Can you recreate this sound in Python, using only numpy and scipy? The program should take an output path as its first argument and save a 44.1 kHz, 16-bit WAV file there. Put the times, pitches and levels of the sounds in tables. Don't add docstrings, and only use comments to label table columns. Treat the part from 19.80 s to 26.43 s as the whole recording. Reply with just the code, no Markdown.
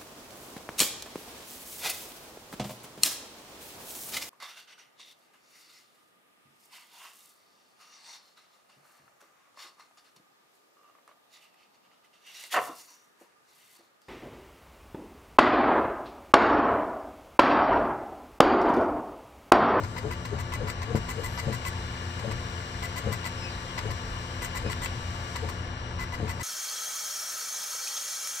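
import sys
import numpy as np
from scipy import signal
from scipy.fft import rfft, irfft
from scipy.io import wavfile

SR = 44100
rng = np.random.default_rng(int(sys.argv[2]) if len(sys.argv) > 2 else 0)


def persist_wave(psi):
    counts = np.round(np.clip(psi, -1, 1) * 32767).astype(np.int16)
    wavfile.write(sys.argv[1], SR, np.atleast_2d(counts).T)


N = 292383
T = np.arange(N) / SR
HZ = np.maximum(np.arange(N // 2 + 1) * SR / N, 1)
COIL_HZ = 87.49

# t/s, shudder level/dB, grunt f/Hz, grunt over shudder/dB, grunt delay/s, grunt pitch scatter/share
REVERSALS = [(-.021, -33.5, 300, 3.5, 0.021, 0.089), (.247, -34, 410, 2, 0.0029, .04),
             (0.525, -33, 408, 3, 0.0086, 0.032), (0.814, -33, 530, 1.5, 0.0042, .05),
             (1.094, -33.5, 455, 1, 0.013, .07), (1.3748, -34.5, 460, 1.5, 0.019, 0.15),
             (1.664, -31.5, 515, -1.5, 0.022, 0.064), (2.458, -32.5, 490, 0.5, -0.0042, 0.19),
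             (3.253, -31.5, 515, 0, .029, 0.11), (4.0478, -31.5, 445, -2, .014, 0.12),
             (4.8388, -34.5, 500, -0.5, 0.012, .13), (5.6252, -34.5, 465, .5, 0.009, 0.071),
             (6.417, -33, 400, -5, -0.015, 0.33)]
# t/s, length/s, buzz gain/dB, rasp gain/dB, sizzle gain/dB
STROKES = [(.034, 0.015, -7, 1.5, -1), (0.163, 0.026, -1.5, 2, -2), (0.306, 0.03, -3, -1.5, -2),
           (0.45, 0.014, -4, -1.5, 2.5), (0.586, 0.027, -4, -3, 3.5), (0.72, 0.037, -1, -2, 2.5),
           (0.871, 0.03827, -2.5, -0.5, 2.5), (1.017, 0.02, -14, .5, 0), (1.151, 0.024, -5.5, 0.5, 3.5),
           (1.284, .034, -1.5, -1.5, 0), (1.433, 0.035, 0.5, -2.5, 2.5), (1.575, 0.027, 1.5, 2, 0.5),
           (1.723, 0.029, -2, 0, 1), (1.847, 0.041, 1, -0.5, 3), (2.39, 0.009, -1, -5, -3),
           (2.51, .012, 0, 0, -0.5), (3.021, 0.037, 0.5, -2, 1), (3.157, 0.035, -2.5, 0, 2),
           (3.315, 0.031, 0.5, -1.5, 1.5), (3.44, 0.036, -0.5, 0.5, 0.5), (3.975, .019, -2, 3.5, -2),
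           (4.103, 0.0132, 0, 0.5, 3.5), (4.616, .044, -1, -1, 2.5), (4.747, 0.036, -1.5, -1, 0.5),
           (4.895, .035, -3, 0, -1), (5.016, .045, 2, -1, 3.5), (5.552, .018, 3, 0.5, -1.5),
           (5.685, .016, 1, 0, 3), (6.187, 0.053, -0.5, -2.5, 1.5), (6.32, 0.032, 1, -2.5, 0),
           (6.478, 0.04, -1, -1.5, 1), (6.595, 0.027, -1, -2.5, -1)]


def burns(aim_db, beam_hz=1003, rise_s=.00071, fall_s=.0053, settle_s=.0094, heat_s=.0083, chirp_s=.018):
    # f/Hz, level/dB
    crackle_spectrum = [(400, -11), (650, 0), (900, 12.5), (1400, 11), (2200, 11), (3400, -6.5), (4800, 1),
                        (6500, -33), (12000, -26)]
    sizzle_spectrum = [(2500, -2), (5500, -10.5), (7400, 7), (8300, 7.5), (9200, -4.5), (11000, -3),
                       (14000, -2.5), (15500, -2.5)]
    hiss_bands = [2730, 3000, 4130, 4600, 5200, 6030]
    firing, settled, hot, fresh = 0, 0, 0, 0
    for start, length, buzz_db, rasp_db, sizzle_db in STROKES:
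        firing += undb(rasp_db) * gate(start, length, rise_s, fall_s)
        settled += undb(buzz_db) * gate(start, length - .003, settle_s, fall_s)
        hot += undb(sizzle_db) * gate(start, length - .004, heat_s, fall_s)
        fresh += undb(rasp_db) * gate(start, min(chirp_s, length), rise_s, fall_s)
    pulse_hz = beam_hz * (1 + .0065 * drift(120))
    fundamental = tone(pulse_hz * (1 + .04 * drift(200)))
    third = tone(3 * pulse_hz)
    buzz = settled * undb(-40.5) * (undb(-7) * fundamental + tone(2 * pulse_hz) + undb(-14) * third)
    chirp = fresh * undb(-39) * fundamental
    puffs = (1 + .3 * tone(pulse_hz) / np.sqrt(2)) * undb(3 * drift(250))
    crackle = unit(colour(puffs * port_noise(), shape(crackle_spectrum)))
    sizzle = unit(colour(puffs * port_noise(), shape(sizzle_spectrum)))
    hiss = puffs * sum(undb(-55 + 2 * drift(8)) * band(port_noise(), hz, 800) for hz in hiss_bands)
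    pitched = (buzz + chirp) * undb(.72 * drift(175))
    rasp = firing * (undb(-38.5) * crackle + hiss)
    return pitched + rasp + pops() + hot * undb(-41 + aim_db) * sizzle


def pops(level_db=-30, pop_s=.0013):
    # t/s, gain/dB
    specks = [(.756, -10), (0.876, -10), (1.019, -15), (1.577, -17), (1.851, -1), (3.026, -3), (3.159, -10),
              (3.444, -5), (3.982, -5), (3.99, 2), (4.62, -7), (4.66, -2), (4.93, 3), (5.059, 5),
              (5.062, 1), (5.56, 5), (6.478, -7)]
    bursts = sum(undb(level_db + db) * gate(s, pop_s, pop_s / 10, pop_s) for s, db in specks)
    return bursts * band(port_noise(), 1560, 2500)


def stepper(speed, flutter_db=2.5, steady_order=40):
    # multiple of the coil frequency, level/dB
    orders = [(1, -40.5), (2, -48.5), (4, -53), (5, -58), (8, -55), (20, -61), (28, -63), (32, -53),
              (40, -63), (62, -66), (64, -52.6), (66, -54), (80, -72), (90, -72), (96, -70)]
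    coil_hz = COIL_HZ * speed * (1 + .00017 * drift(19))
    whine = 0
    for order, db in orders:
        flutter = flutter_db / (1 + (order / steady_order) ** 2) * drift(14)
        whine += undb(db + flutter) * tone(order * coil_hz)
    return whine * (.031 + .93 * speed ** 2)


def head_speed(ramp_s=.057):
    gap_s = np.min([np.abs(T - s) for s, *_ in REVERSALS], axis=0)
    return np.minimum(gap_s / ramp_s, 1)


def shudder(speed, grunt_s=.0096, sway_hz=103):
    grunts, wobble = 0, drift(150)
    for s, db, hz, grunt_db, delay_s, scatter in REVERSALS:
        grunts += undb(db + grunt_db) * bell(T - s - delay_s, grunt_s) * tone(hz * (1 + scatter * wobble))
    steps = sum(tone(order * COIL_HZ * speed) for order in (4, 8, 16))
    rattle = undb(-3.5) * unit(frame(steps + 25 * noise())) * reversal_swell(.034, late_s=.014)
    sway = tone(sway_hz * (1 + .132 * drift(28.1))) * reversal_swell(.06, late_s=.029)
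    chirr = undb(-27) * band(noise(), 6430, 400) * reversal_swell(.07)
    return grunts + rattle + sway + chirr


def reversal_swell(width_s, late_s=0, belt_lag_s=.0091):
    turn_s, db = np.transpose(REVERSALS)[:2]
    peak_s = turn_s + belt_lag_s + late_s
    nearest = np.searchsorted((peak_s[1:] + peak_s[:-1]) / 2, T)
    return undb(db)[nearest] * bell(T - peak_s[nearest], width_s)


def belt_knocks(force_db=29, sway_db=-23, sway_hz=108, sway_s=.021):
    # t/s, relative force/dB, contact time/s
    blows = [(0.2537, -11.5, 0.00021), (0.2693, -14, .0004), (0.531, -9, 0.00039), (0.821, -14, .0004),
             (.834, -14.5, 0.00022), (1.149, 2.5, 0.00033), (1.157, -14, 0.0002), (1.166, -17, 0.00038),
             (1.176, -9, 0.00025), (1.672, -1, 0.00076), (1.683, -16, 0.00079), (1.699, -10.5, .0002),
             (1.718, -13.5, 0.00044), (2.473, -14, 0.00065), (2.4784, -10, 0.00034),
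             (3.2633, -4.5, 0.00047), (3.278, -16, 0.00037), (3.307, -10, 0.00045), (4.065, -7, 0.00097),
             (4.851, -19, 0.00029), (4.863, -8, 0.00032), (5.644, -13, 0.00021), (6.402, -11, 0.00023),
             (6.419, -11, 0.00034), (6.43, -1.5, 0.00072)]
    force = np.zeros(N)
    for s, db, contact_s in blows:
        span = slice(int((s - .01) * SR), int((s + .01) * SR))
        push = bell(T[span] - s, contact_s)
        force[span] += undb(db) * push / push.sum()
    hardest_s = max(blows, key=lambda row: row[1])[0]
    sway = undb(sway_db) * gate(hardest_s, sway_s, sway_s / 4, sway_s) * tone(np.full(N, sway_hz))
    return undb(force_db) * frame(force) + sway


def frame(force, soft_hz=2600):
    # f/Hz, width/Hz, gain/dB
    modes = [(87.5, 6.2, 6), (141.4, 30, 2), (208.5, 22, 2), (300.5, 48, -1.5), (432, 14.5, 2),
             (536.5, 24, -5.5), (685, 71, -8)]
    response = sum(undb(db) * resonance(hz, width) for hz, width, db in modes)
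    return colour(force, response / (1 + 1j * HZ / soft_hz) ** 2)


def wheel_squeaks():
    # t/s, length/s, first f/Hz, last f/Hz, level/dB, pitch scatter/share
    glides = [(1.38, .3, 11380, 11480, -60, .008), (3.565, .115, 5350, 5100, -45, .012),
              (3.605, .105, 2660, 2470, -45.5, .028), (3.655, .08, 4900, 4550, -50.5, .04),
              (3.68, .13, 4200, 3850, -51.5, .055), (3.82, .14, 3500, 2950, -50, .07),
              (4.85, .05, 5300, 5100, -49, .018), (4.83, .08, 2600, 2480, -48, .022),
              (4.93, .18, 3900, 3300, -52, .06)]
    out = 0
    for start, length, first_hz, last_hz, db, scatter in glides:
        progress = np.clip((T - start) / length, 0, 1)
        hz = (first_hz + (last_hz - first_hz) * progress) * (1 + scatter * drift(300))
        out += undb(db + 2 * drift(69)) * np.sin(np.pi * progress) * tone(hz)
    return out


def fan_tones(full_speed_hz=585.8):
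    # multiple of the blade rate, level/dB
    blade_orders = [(1, -62), (2, -49), (3, -57.5), (4, -63), (5, -53), (7, -60.5)]
    # f/Hz, level/dB
    hums = [(118.4, -44.5), (248, -50)]
    blade_hz = full_speed_hz * fan_speed() * (1 + .000597 * drift(5))
    blades = sum(undb(db + .74 * drift(9)) * tone(order * blade_hz) for order, db in blade_orders)
    hum = sum(undb(db + 2 * drift(16.7)) * tone(hz * (1 + .0065 * drift(25))) for hz, db in hums)
    return blades + hum


def fan_speed(sag=.052, inertia_s=.27):
    beam_on = sum((T > start) & (T < start + length) for start, length, *_ in STROKES)
    step = 1 / (inertia_s * SR)
    return 1 - sag * signal.lfilter([step], [1, step - 1], beam_on)


def fan_air(level_db=-36.5, shared_hz=500):
    # f/Hz, level/dB
    rush = [(20, -12), (40, 1), (75, 5.5), (105, 3), (160, -7), (330, -10), (800, -10.5), (1250, -11.5),
            (1750, -15.5), (2500, -16), (5000, -20), (6400, -26.5), (8400, -24), (9700, -40.5),
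            (11000, -39.5), (15000, -43)]
    # f/Hz, width/Hz, gain/dB
    housing = [(470, 17, 1.5), (515, 75, 5.5), (904, 25, 10), (1052, 46, 7), (1413, 138, 6),
               (1684, 294, 8.5), (2610, 190, -3), (2896, 61, 7.5), (3090, 170, 3.5), (3400, 130, -4.5),
               (3840, 110, -0.5), (4370, 250, -4.5), (7040, 130, 0.5)]
    gain = shape(rush) * undb(sum(db * np.abs(resonance(hz, width)) ** 2 for hz, width, db in housing))
    alike = .5 + .5 / (1 + (HZ / shared_hz) ** 2)
    left = noise()
    right = colour(left, alike) + colour(noise(), np.sqrt(1 - alike ** 2))
    return np.array([unit(colour(side, gain)) for side in (left, right)]) * undb(level_db)


def swell_rumble(fans, corner_hz=85, swing_db=2.4):
    # t/s, gain/dB
    trend = [(0, -3), (2, 1.5), (3.6, -2.5), (4.3, -0.5), (5.3, 3), (5.9, 3.5), (6.63, -1)]
    gain = undb(np.interp(T, *np.transpose(trend)) + swing_db * drift(6))
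    return fans + (gain - 1) * colour(fans, 1 / (1 + (HZ / corner_hz) ** 4))


def enclosure(x, t60_s, wet_db):
    tail = np.exp(-np.log(1000) * T / t60_s) * (T > .001)
    washes = [colour(unit(noise() * tail), HZ / (HZ + 400)) / np.sqrt(N) for _ in range(2)]
    return np.array([port + undb(wet_db) * signal.fftconvolve(port, wash[:N // 2])[:N]
                     for port, wash in zip(np.broadcast_to(x, (2, N)), washes)])


def undb(db):
    return 10 ** (np.asarray(db) / 20)


def unit(x):
    return x / np.sqrt(np.mean(x ** 2))


def shape(points):
    hz, db = np.transpose(points)
    return undb(np.interp(np.log(HZ), np.log(hz), db))


def colour(x, gain):
    return irfft(rfft(x) * gain, N)


def shelf(x, corner_hz, db):
    return x + (undb(db) - 1) * colour(x, 1 / (1 + (corner_hz / HZ) ** 4))


def resonance(hz, width):
    return 1 / (1 + 1j * (HZ ** 2 - hz ** 2) / (HZ * width))


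def band(x, hz, width):
    return unit(colour(x, resonance(hz, width) ** 2))


def noise():
    return rng.standard_normal(N)


def port_noise(alike=.15):
    left = noise()
    return np.array([left, alike * left + np.sqrt(1 - alike ** 2) * noise()])


def drift(rate_hz):
    knots = rng.standard_normal(int(2 * rate_hz * N / SR) + 3)
    return unit(np.interp(2 * rate_hz * T + rng.random(), np.arange(len(knots)), knots))


def tone(hz):
    return np.sqrt(2) * np.sin(2 * np.pi * (np.cumsum(hz) / SR + rng.random()))


def bell(offset_s, width_s):
    return np.exp(-.5 * (offset_s / width_s) ** 2)


def gate(start, length, rise, fall):
    out = np.zeros(N)
    span = slice(max(int(start * SR), 0), int((start + length + 10 * fall) * SR))
    age = np.maximum(T[span] - start, 0)
    out[span] = (1 - np.exp(-age / rise)) * np.exp(-np.maximum(age - length, 0) / fall)
    return out


def scene():
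    # t/s, nearness to the head/dB, treble/dB
    phone_path = [(0.0, -49, -58), (0.98, -43.5, -64), (1.31, -43.5, -56.5), (1.989, -41.5, -57.5),
                  (5.04, -41.5, -57.5), (5.56, -41.5, -55.5), (5.78, -43.5, -61.5), (5.95, -43.5, -68),
                  (6.63, -45.5, -59.5)]
    # t/s, gain/dB
    whine_reach = [(0, -26), (.4, -6.5), (2.6, -1.5), (4.2, -1.5), (5.4, -1.5), (6.63, -3.5)]
    # f/Hz, gain/dB
    far_port = [(30, 3), (110, -3.5), (350, -4), (750, -8.5), (1100, -4), (1500, -12.5), (2100, -0.5),
                (3000, -9), (4500, -2), (6500, -11), (15000, -10)]
    s, *levels = np.transpose(phone_path)
    near_db, aim_db = (np.interp(T, s, db - np.mean(db)) for db in levels)
    speed = head_speed()
    fans = shelf(fan_air() + fan_tones(), 1570, near_db)
    fans = swell_rumble(shelf(fans, 5800, aim_db - near_db))
    motor = shelf(stepper(speed), 1800, np.interp(T, *np.transpose(whine_reach)))
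    jolts = enclosure(shudder(speed) + belt_knocks(), t60_s=.07, wet_db=-3)
    jolts *= undb([[0], [-2.5]])
    head = enclosure(burns(aim_db) + wheel_squeaks(), t60_s=.081, wet_db=-5)
    left, right = fans + motor + jolts + head
    lag_s = .00052 / (1 + (1100 / HZ) ** 4)
    return np.array([left, colour(right, shape(far_port) * np.exp(-2j * np.pi * HZ * lag_s))])


def record(dry):
    notch_hz, top_hz = 9750, 15400
    notch = undb(-16 * np.exp(-((HZ - notch_hz) / 720) ** 4))
    top_cut = signal.ellip(10, .2, 80, top_hz, fs=SR, output="sos")
    return signal.sosfilt(top_cut, colour(dry, notch))


dry = scene()
out = record(dry)
persist_wave(out)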